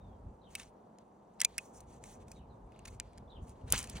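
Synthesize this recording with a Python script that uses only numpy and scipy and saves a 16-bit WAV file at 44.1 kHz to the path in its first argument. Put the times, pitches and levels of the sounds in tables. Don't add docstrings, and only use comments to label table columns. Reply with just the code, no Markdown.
import sys
import numpy as np
from scipy import signal
from scipy.fft import rfft, irfft
from scipy.io import wavfile

SR = 44100
rng = np.random.default_rng(int(sys.argv[2]) if len(sys.argv) > 2 else 0)


def boost(x):
    u = np.asarray(x, float) / 20
    return 10 ** u


def output_pcm(signal):
    pcm = np.clip(np.atleast_2d(signal).T, -1, 1) * 32767
    wavfile.write(sys.argv[1], SR, np.round(pcm).astype(np.int16))


N = 176400

# (time [s], level [dB], hardness as treble tilt [dB per octave],
# tube ring before TUBE_RING_DB [dB], chatter decay [ms])
CONTACTS = [(0.552, -20, 2.5, -16.5, 2.56), (0.598, -39, -3, -16.5, 3.3), (0.632, -47.5, -6, -20, 2.7),
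            (0.986, -47.5, -2, -41.5, 1.3), (1.3984, -36, 4, -17.5, 2), (1.4036, -21, 1, -42, 1.7),
            (1.4152, -11.5, -2, -37, 2.2), (1.4168, -13, 3.5, -14.5, 1.54), (1.4356, -35.5, -1, -30, 0.94),
            (1.4455, -30, -4, -30, 2.6), (1.4486, -4, 0.5, -25, 1.6), (1.543, -66, -7, -16, 1.5),
            (1.5807, -18.5, 2, -15.5, 2.25), (1.5862, -36.5, 3.5, 3.5, 1.6), (1.8048, -47, 2.5, -28.5, 3.6),
            (2.0391, -43, -4.5, -21, 2.1), (2.2818, -50, -1, -24, 3), (2.316, -34.5, 0, -25, 2.44),
            (2.7204, -62, -3, -4.5, 2.3), (2.762, -64.5, -1.5, -1, 2.3), (2.7919, -49, -3, -6.5, 1.56),
            (2.8536, -45, -4, -30, 3.2), (2.855, -49, -7, -11, 3.2), (2.8797, -44.5, -3.5, -19.5, 4.2),
            (2.9483, -57, 4, -28, 1.4), (2.9999, -22.5, -3.5, -31, 0.36), (3.005, -42, -19, -12.5, 1.9),
            (3.1325, -56.5, -6, -17, 2.3), (3.177, -49.5, -5.5, -12, 1.2),
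            (3.1815, -42.5, -3.3, -20.5, 1.15), (3.482, -52, 3, -17.5, 1.6), (3.494, -47, 1.5, -34, 2.3),
            (3.6132, -63.5, -11, -5, 1.55), (3.703, -37, 1.5, -28.5, 3), (3.7241, 1, 12.5, -32.5, 0.8),
            (3.7606, -28.5, 7, -11, 1.4), (3.7792, -23, -4, -36, 1.2), (3.784, -26, 5, -26, 2.1),
            (3.7905, -23, 2, -45, 0.54), (3.803, -32, -1, -16, 1.9), (3.8123, -35, 8, -12, 2.4),
            (3.8284, -28, 1, -41, 2), (3.8404, -35.5, -3, -33, 2.9), (3.8732, -36.5, 3, -15, 1.5),
            (3.8972, -31, 5, -26.5, 2.8), (3.9547, -46, -6, -10, 1.6), (3.967, -53, -2.5, -6, 5.4)]
# (frequency [Hz], level [dB], 60 dB decay [s])
WALL_MODES = [(3442, -6, 0.051), (4173, -5, 0.018), (4460, -23.5, 0.069), (6048, -1.5, 0.028),
              (6820, -2, 0.0091), (7600, 2.5, 0.0069), (8790, -9.5, 0.0092), (8774, 4, 0.0035)]
# (frequency [Hz], relative level [dB])
CRACK_COLOUR = [(710, -41), (1200, -16), (2170, -14), (4620, -1.5), (6290, -2), (10100, 2), (10900, -10.5),
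                (11900, -13), (15100, -10), (16500, -18.5)]
TUBE_MODES = [(.88, .45), (1, 1), (1.08, .6)]
# (time [s], frequency [Hz])
TUBE_PITCH = [(0.6, 2600), (1.42, 2020), (1.445, 2400), (1.58, 2520), (2.9, 2550), (3.2, 2150),
              (3.75, 3050)]
# (time [s], length [s], bright level [dB], dull level [dB])
STROKES = [(0.493, 0.077, -71, -71), (0.565, 0.072, -60, -61), (0.625, 0.073, -73.5, -73),
           (0.98, 0.052, -103, -82.5), (1.316, 0.098, -91.5, -95), (1.397, 0.05, -92, -53.5),
           (1.445, 0.23, -77, -72.5), (1.588, 0.092, -71, -85), (1.657, 0.071, -77, -105),
           (1.731, 0.065, -63.5, -81), (1.78, 0.07, -84, -80), (1.877, .11, -72, -76.5),
           (2.025, 0.14, -63.5, -69), (2.193, 0.045, -79, -74.5), (2.273, 0.065, -76.5, -84.5),
           (2.308, 0.095, -81.5, -80.5), (2.711, 0.16, -93.5, -76.5), (2.851, 0.013, -61, -56),
           (2.871, 0.012, -59, -58), (2.879, 0.089, -72, -75.5), (2.991, 0.12, -87.5, -77),
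           (3.079, 0.15, -97.5, -81), (3.418, 0.047, -77, -87), (3.463, 0.068, -72, -77.5),
           (3.53, 0.15, -89.5, -84.5), (3.671, 0.052, -67, -62), (3.719, 0.035, -45, -38),
           (3.737, 0.074, -46, -46.5), (3.805, 0.051, -56, -56), (3.844, 0.064, -67, -63),
           (3.887, 0.06, -63, -61.5), (3.949, 0.048, -61, -55)]
# (frequency [Hz], relative level [dB])
BRIGHT_COLOUR = [(2350, -39.5), (4000, -30), (5440, -4), (5920, 3), (10200, -3.5), (11800, -22),
                 (15200, -11.5), (16200, -11.5), (16500, -64)]
# (frequency [Hz], relative level [dB])
DULL_COLOUR = [(530, -32.5), (900, -4.5), (1500, -8.5), (2260, -6.5), (3240, -9.5), (4500, -9), (5850, -22),
               (9900, -120)]
# (time [s], level [dB], frequency [Hz])
KNOCKS = [(1.5811, -45, 980), (3.741, -33, 190.2), (3.7352, -29, 555), (3.7356, -22.5, 1440),
          (3.957, -34.5, 171.5), (3.965, -39, 160)]
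# (frequency [Hz], phase [rad])
NEAR_LEAD = [(250, 0.1), (600, -0.98), (1200, -1.1), (2500, -0.31), (4500, -1.7), (5600, -1.2),
             (11000, -1.3), (16000, -1.4)]
# (time [s], length [s], level [dB])
GUSTS = [(.0, 0.18, -50), (0.222, 0.11, -45.5), (0.414, 0.24, -59), (0.648, 0.047, -61), (1.438, 0.19, -64),
         (1.715, 0.26, -60), (1.886, 0.24, -61.5), (2.09, 0.33, -57), (2.349, 0.098, -53),
         (2.464, 0.096, -54), (2.559, 0.18, -53.5), (2.794, 0.27, -52), (3.028, 0.097, -63.5),
         (3.136, 0.16, -50.5), (3.339, 0.17, -46.5), (3.488, 0.18, -59.5), (3.629, 0.053, -43),
         (3.69, .12, -39.5), (3.8, 0.13, -50), (3.909, 0.11, -47.5)]
# (frequency [Hz], relative level [dB])
WIND_COLOUR = [(12, -41), (25, -20.5), (47, 0), (70, -3), (126, -6), (150, -12), (255, -16), (315, -37),
               (400, -19.5), (520, -47.5), (880, -120)]
# (time [s], length [s], start [Hz], end [Hz], level [dB])
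CHIRPS = [(0, 0.075, 3720, 3540, -78.5), (0.079, 0.09, 3460, 3100, -85.5), (0.415, 0.046, 4020, 3400, -74),
          (0.457, 0.04, 3326, 2750, -76.5), (2.349, 0.041, 4000, 3405, -73.5),
          (2.386, 0.052, 3050, 2416, -76.5), (2.49, 0.05, 4200, 3570, -83.5),
          (3.274, 0.018, 3550, 3380, -76.5), (3.298, 0.038, 3880, 3365, -64.5),
          (3.303, 0.027, 4150, 3850, -75.5), (3.349, 0.03, 3450, 2945, -71),
          (3.35, 0.041, 3120, 2550, -73.5)]
# (time [s], level [dB])
DRONE = [(0.0, -59), (1.21, -60.5), (1.7, -56.5), (2.91, -59), (4.0, -53)]
# (frequency [Hz], relative level [dB])
TRAFFIC_COLOUR = [(15, -60), (30, -22.5), (170, -2.5), (200, 2), (270, -4.5), (344, -6), (384, -5),
                  (463, -4), (503, -4), (575, -5.5), (734, -5), (911, -5.5), (2000, -33), (2410, -37),
                  (16000, -54.5)]
# (frequency [Hz], left-right likeness [1])
LIKENESS = [(60, 0.96), (130, 0.96), (290, 0.92), (640, 0.3), (1410, 0.025), (3100, 1), (6820, 0.32),
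            (15000, 0.026)]

TOUCHES_PER_S, TOUCH_SPREAD_DB, CHATTER_DB = 6000, 2.5, -14.5
WALL_RING_DB, MODE_SPREAD_DB, DETUNE = -15, 3.5, .05
GRIP_T60_S = .011
TUBE_RING_DB, TUBE_RING_S = -2.0, .036
THIN_HZ = 1450
AIR_RUSTLE_DB, RUB_SIDE_DB = -89.5, -9.5
STROKE_EDGE = .24
GRIT_PER_S, GRIT_SPREAD_DB, GRIT_DB = 2200, 3.0, -2.5
PATCH_OCTAVES, UNEVEN_DB = .5, 3.0
THUD_CYCLES = 8
NEAR_PAN_DB = 0.5
CALM_DB, WIND_SIDE = -77.5, .04
PUFF_EDGE = .45
BURR, BURR_AT_HZ_PER_S, BURR_HZ = 1.3, 15000, 240
BIRD_ECHO_S, BIRD_ECHO_DB = .22, -1


def clicks(size=2600):
    out, t = np.zeros(N + size), np.arange(size) / SR
    crack = causal(CRACK_COLOUR)
    for s, db, tilt_db, tube_db, ms in CONTACTS:
        hardness = causal([(1750, -2 * tilt_db), (7000, 0), (14000, tilt_db)], size=256)
        touches = chatter(t, ms)
        snap = signal.fftconvolve(touches, crack)[:size] + boost(WALL_RING_DB) * wall_ring(touches)
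        tube = tube_ring(touches, np.interp(s, *np.transpose(TUBE_PITCH)))
        sound = signal.fftconvolve(snap, hardness)[:size] + boost(TUBE_RING_DB + tube_db) * tube
        start = int(s * SR)
        out[start:start + size] += boost(db) * sound
    thin = signal.butter(4, THIN_HZ, "high", fs=SR, output="sos")
    return signal.sosfilt(thin, out[:N] + 1e-18)


def chatter(t, ms):
    size = len(t)
    hits = (rng.random(size) < TOUCHES_PER_S / SR) * rng.choice([-1, 1], size)
    touches = hits * boost(TOUCH_SPREAD_DB * rng.standard_normal(size) + CHATTER_DB) * ms
    touches[0] = 1 / max(ms, 1)
    return touches * np.exp(-np.minimum(t * 1000 / max(ms, .1), 40))


def wall_ring(touches):
    luck = rng.standard_normal((len(WALL_MODES), 2))
    wall = 0
    for (hz, level, t60), (louder, sharper) in zip(WALL_MODES, luck):
        mode_hz = min(hz * (1 + DETUNE * sharper), SR / 2.2)
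        wall = wall + boost(level + MODE_SPREAD_DB * louder) * ring(touches, mode_hz, min(t60, GRIP_T60_S))
    return wall


def tube_ring(touches, hz):
    return sum(ring(touches, hz * ratio, TUBE_RING_S * last) for ratio, last in TUBE_MODES)


def rubbing():
    bright = dull = boost(AIR_RUSTLE_DB)
    for s, length, bright_db, dull_db in STROKES:
        shape = swell(s, length, STROKE_EDGE * length)
        bright = bright + boost(bright_db) * shape
        dull = dull + boost(dull_db) * shape
    return [bright * grain(BRIGHT_COLOUR) + dull * grain(DULL_COLOUR) for _ in range(2)]


def grain(spectrum):
    hits = (rng.random(N) < GRIT_PER_S / SR) * rng.standard_normal(N)
    grit = hits * boost(GRIT_SPREAD_DB * rng.standard_normal(N))
    octave = np.log2(np.fft.rfftfreq(N, 1 / SR) + 1) - 10
    band = np.maximum(octave, 0) // PATCH_OCTAVES
    white = rfft(rng.standard_normal(N))
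    hiss = sum(irfft(white * (band == k), N) * boost(UNEVEN_DB * drift(30.)) for k in np.unique(band))
    return rms_one(colour(hiss + boost(GRIT_DB) * rms_one(grit), spectrum))


def thuds():
    out = np.zeros(N)
    for s, db, hz in KNOCKS:
        push = np.zeros(N)
        push[int(s * SR)] = boost(db)
        out += ring(push, hz, THUD_CYCLES / hz)
    return out


def near_pair(x):
    lead = at_hz(NEAR_LEAD, np.fft.rfftfreq(N, 1 / SR))
    turn = np.exp(.5j * lead * [[1], [-1]])
    return irfft(rfft(x) * turn, N) * boost(np.array([[.5], [-.5]]) * NEAR_PAN_DB)


def wind():
    mid, side = (rms_one(colour(rng.standard_normal(N), WIND_COLOUR)) for _ in range(2))
    puffs = sum(boost(db) * swell(s, length, PUFF_EDGE * length) for s, length, db in GUSTS)
    return (boost(CALM_DB) + puffs) * (mid + WIND_SIDE * side * [[1], [-1]])


def bird():
    out = np.zeros(N + SR)
    burr = np.append(drift(BURR_HZ), np.zeros(SR))
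    for s, length, start_hz, end_hz, db in CHIRPS:
        u = np.linspace(0, 1, int(length * SR))
        pitch = start_hz + (end_hz - start_hz) * u ** 1.2
        whistle = np.sin(2 * np.pi * np.cumsum(pitch) / SR)
        shape = boost(db) * np.abs(np.sin(np.pi * u)) ** 0.34
        note = slice(int(s * SR), int(s * SR) + len(u))
        rough = BURR * (start_hz - end_hz) / length / BURR_AT_HZ_PER_S
        out[note] += (1 + rough * burr[note]) * shape * whistle
    out = out[:N]
    tail = np.arange(SR // 4) / SR
    echoes = rng.standard_normal((2, len(tail))) * boost(-60 * tail / BIRD_ECHO_S)
    echoes *= boost(BIRD_ECHO_DB) / np.sqrt(np.sum(echoes ** 2, axis=1, keepdims=True))
    return out + signal.fftconvolve(out[None], echoes)[:, :N]


def traffic():
    alike = np.clip(at_hz(LIKENESS, np.fft.rfftfreq(N, 1 / SR)), -1, 1)
    mid, side = (rfft(colour(rng.standard_normal(N), TRAFFIC_COLOUR)) for _ in range(2))
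    both = irfft(np.sqrt(1 + alike) * mid + np.sqrt(1 - alike) * side * [[1], [-1]], N)
    return boost(in_time(DRONE)[0] + 0.96 * drift(5.8)) * rms_one(both)


def ring(hits, hz, t60):
    r = boost(-60 / (abs(t60) * SR + 1))
    w = 2 * np.pi * hz / SR
    return signal.lfilter([0, np.sin(w)], [1, -2 * r * np.cos(w), r * r], hits + 1e-18)


def causal(spectrum, size=1024):
    cepstrum = irfft(np.log(boost(at_hz(spectrum, np.fft.rfftfreq(size, 1 / SR)))))
    cepstrum[1:size // 2] *= 2
    cepstrum[size // 2 + 1:] = 0
    h = irfft(np.exp(rfft(cepstrum)))[:size // 2]
    return h / np.abs(h).max()


def colour(x, spectrum):
    return irfft(rfft(x) * boost(at_hz(spectrum, np.fft.rfftfreq(N, 1 / SR))), N)


def swell(s, length, edge_s):
    top_end = max(length - edge_s, edge_s)
    end = max(length, 2 * edge_s) + edge_s
    corners = s + np.array([-edge_s, edge_s, top_end, end])
    return np.interp(np.arange(N) / SR, corners, [0, 1, 1, 0]) ** 2


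def drift(rate):
    r = np.exp(-80 * np.pi * rate / SR)
    slow = signal.lfilter([1], [1, -2 * r, r * r], rng.standard_normal(N // 40 + 2002))
    slow = rms_one(slow[2000:])
    return np.interp(np.arange(N) / 40, np.arange(len(slow)), slow)


def rms_one(x):
    return x / np.sqrt(np.mean(x ** 2) + 1e-20)


def in_time(rows):
    s, *columns = np.transpose(rows)
    return [np.interp(np.arange(N) / SR, s, c) for c in columns]


def at_hz(points, hz):
    point_hz, value = np.array(points).T
    return np.interp(np.log(np.maximum(hz, 1)), np.log(point_hz), value)


def scene():
    rub, scatter = rubbing()
    near = near_pair(clicks() + rub + thuds())
    rub_width = boost(RUB_SIDE_DB) * scatter * [[1], [-1]]
    return near + rub_width + wind() + traffic() + bird()


def top_cut(x):
    return signal.sosfilt(signal.butter(12, 16820, fs=SR, output="sos"), x)


def record(dry):
    low_pass = signal.cheby2(12, 70, 17200, fs=SR, output="sos")
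    mix = signal.sosfilt(low_pass, dry)
    return top_cut(mix)


dry = scene()
out = record(dry)
output_pcm(out)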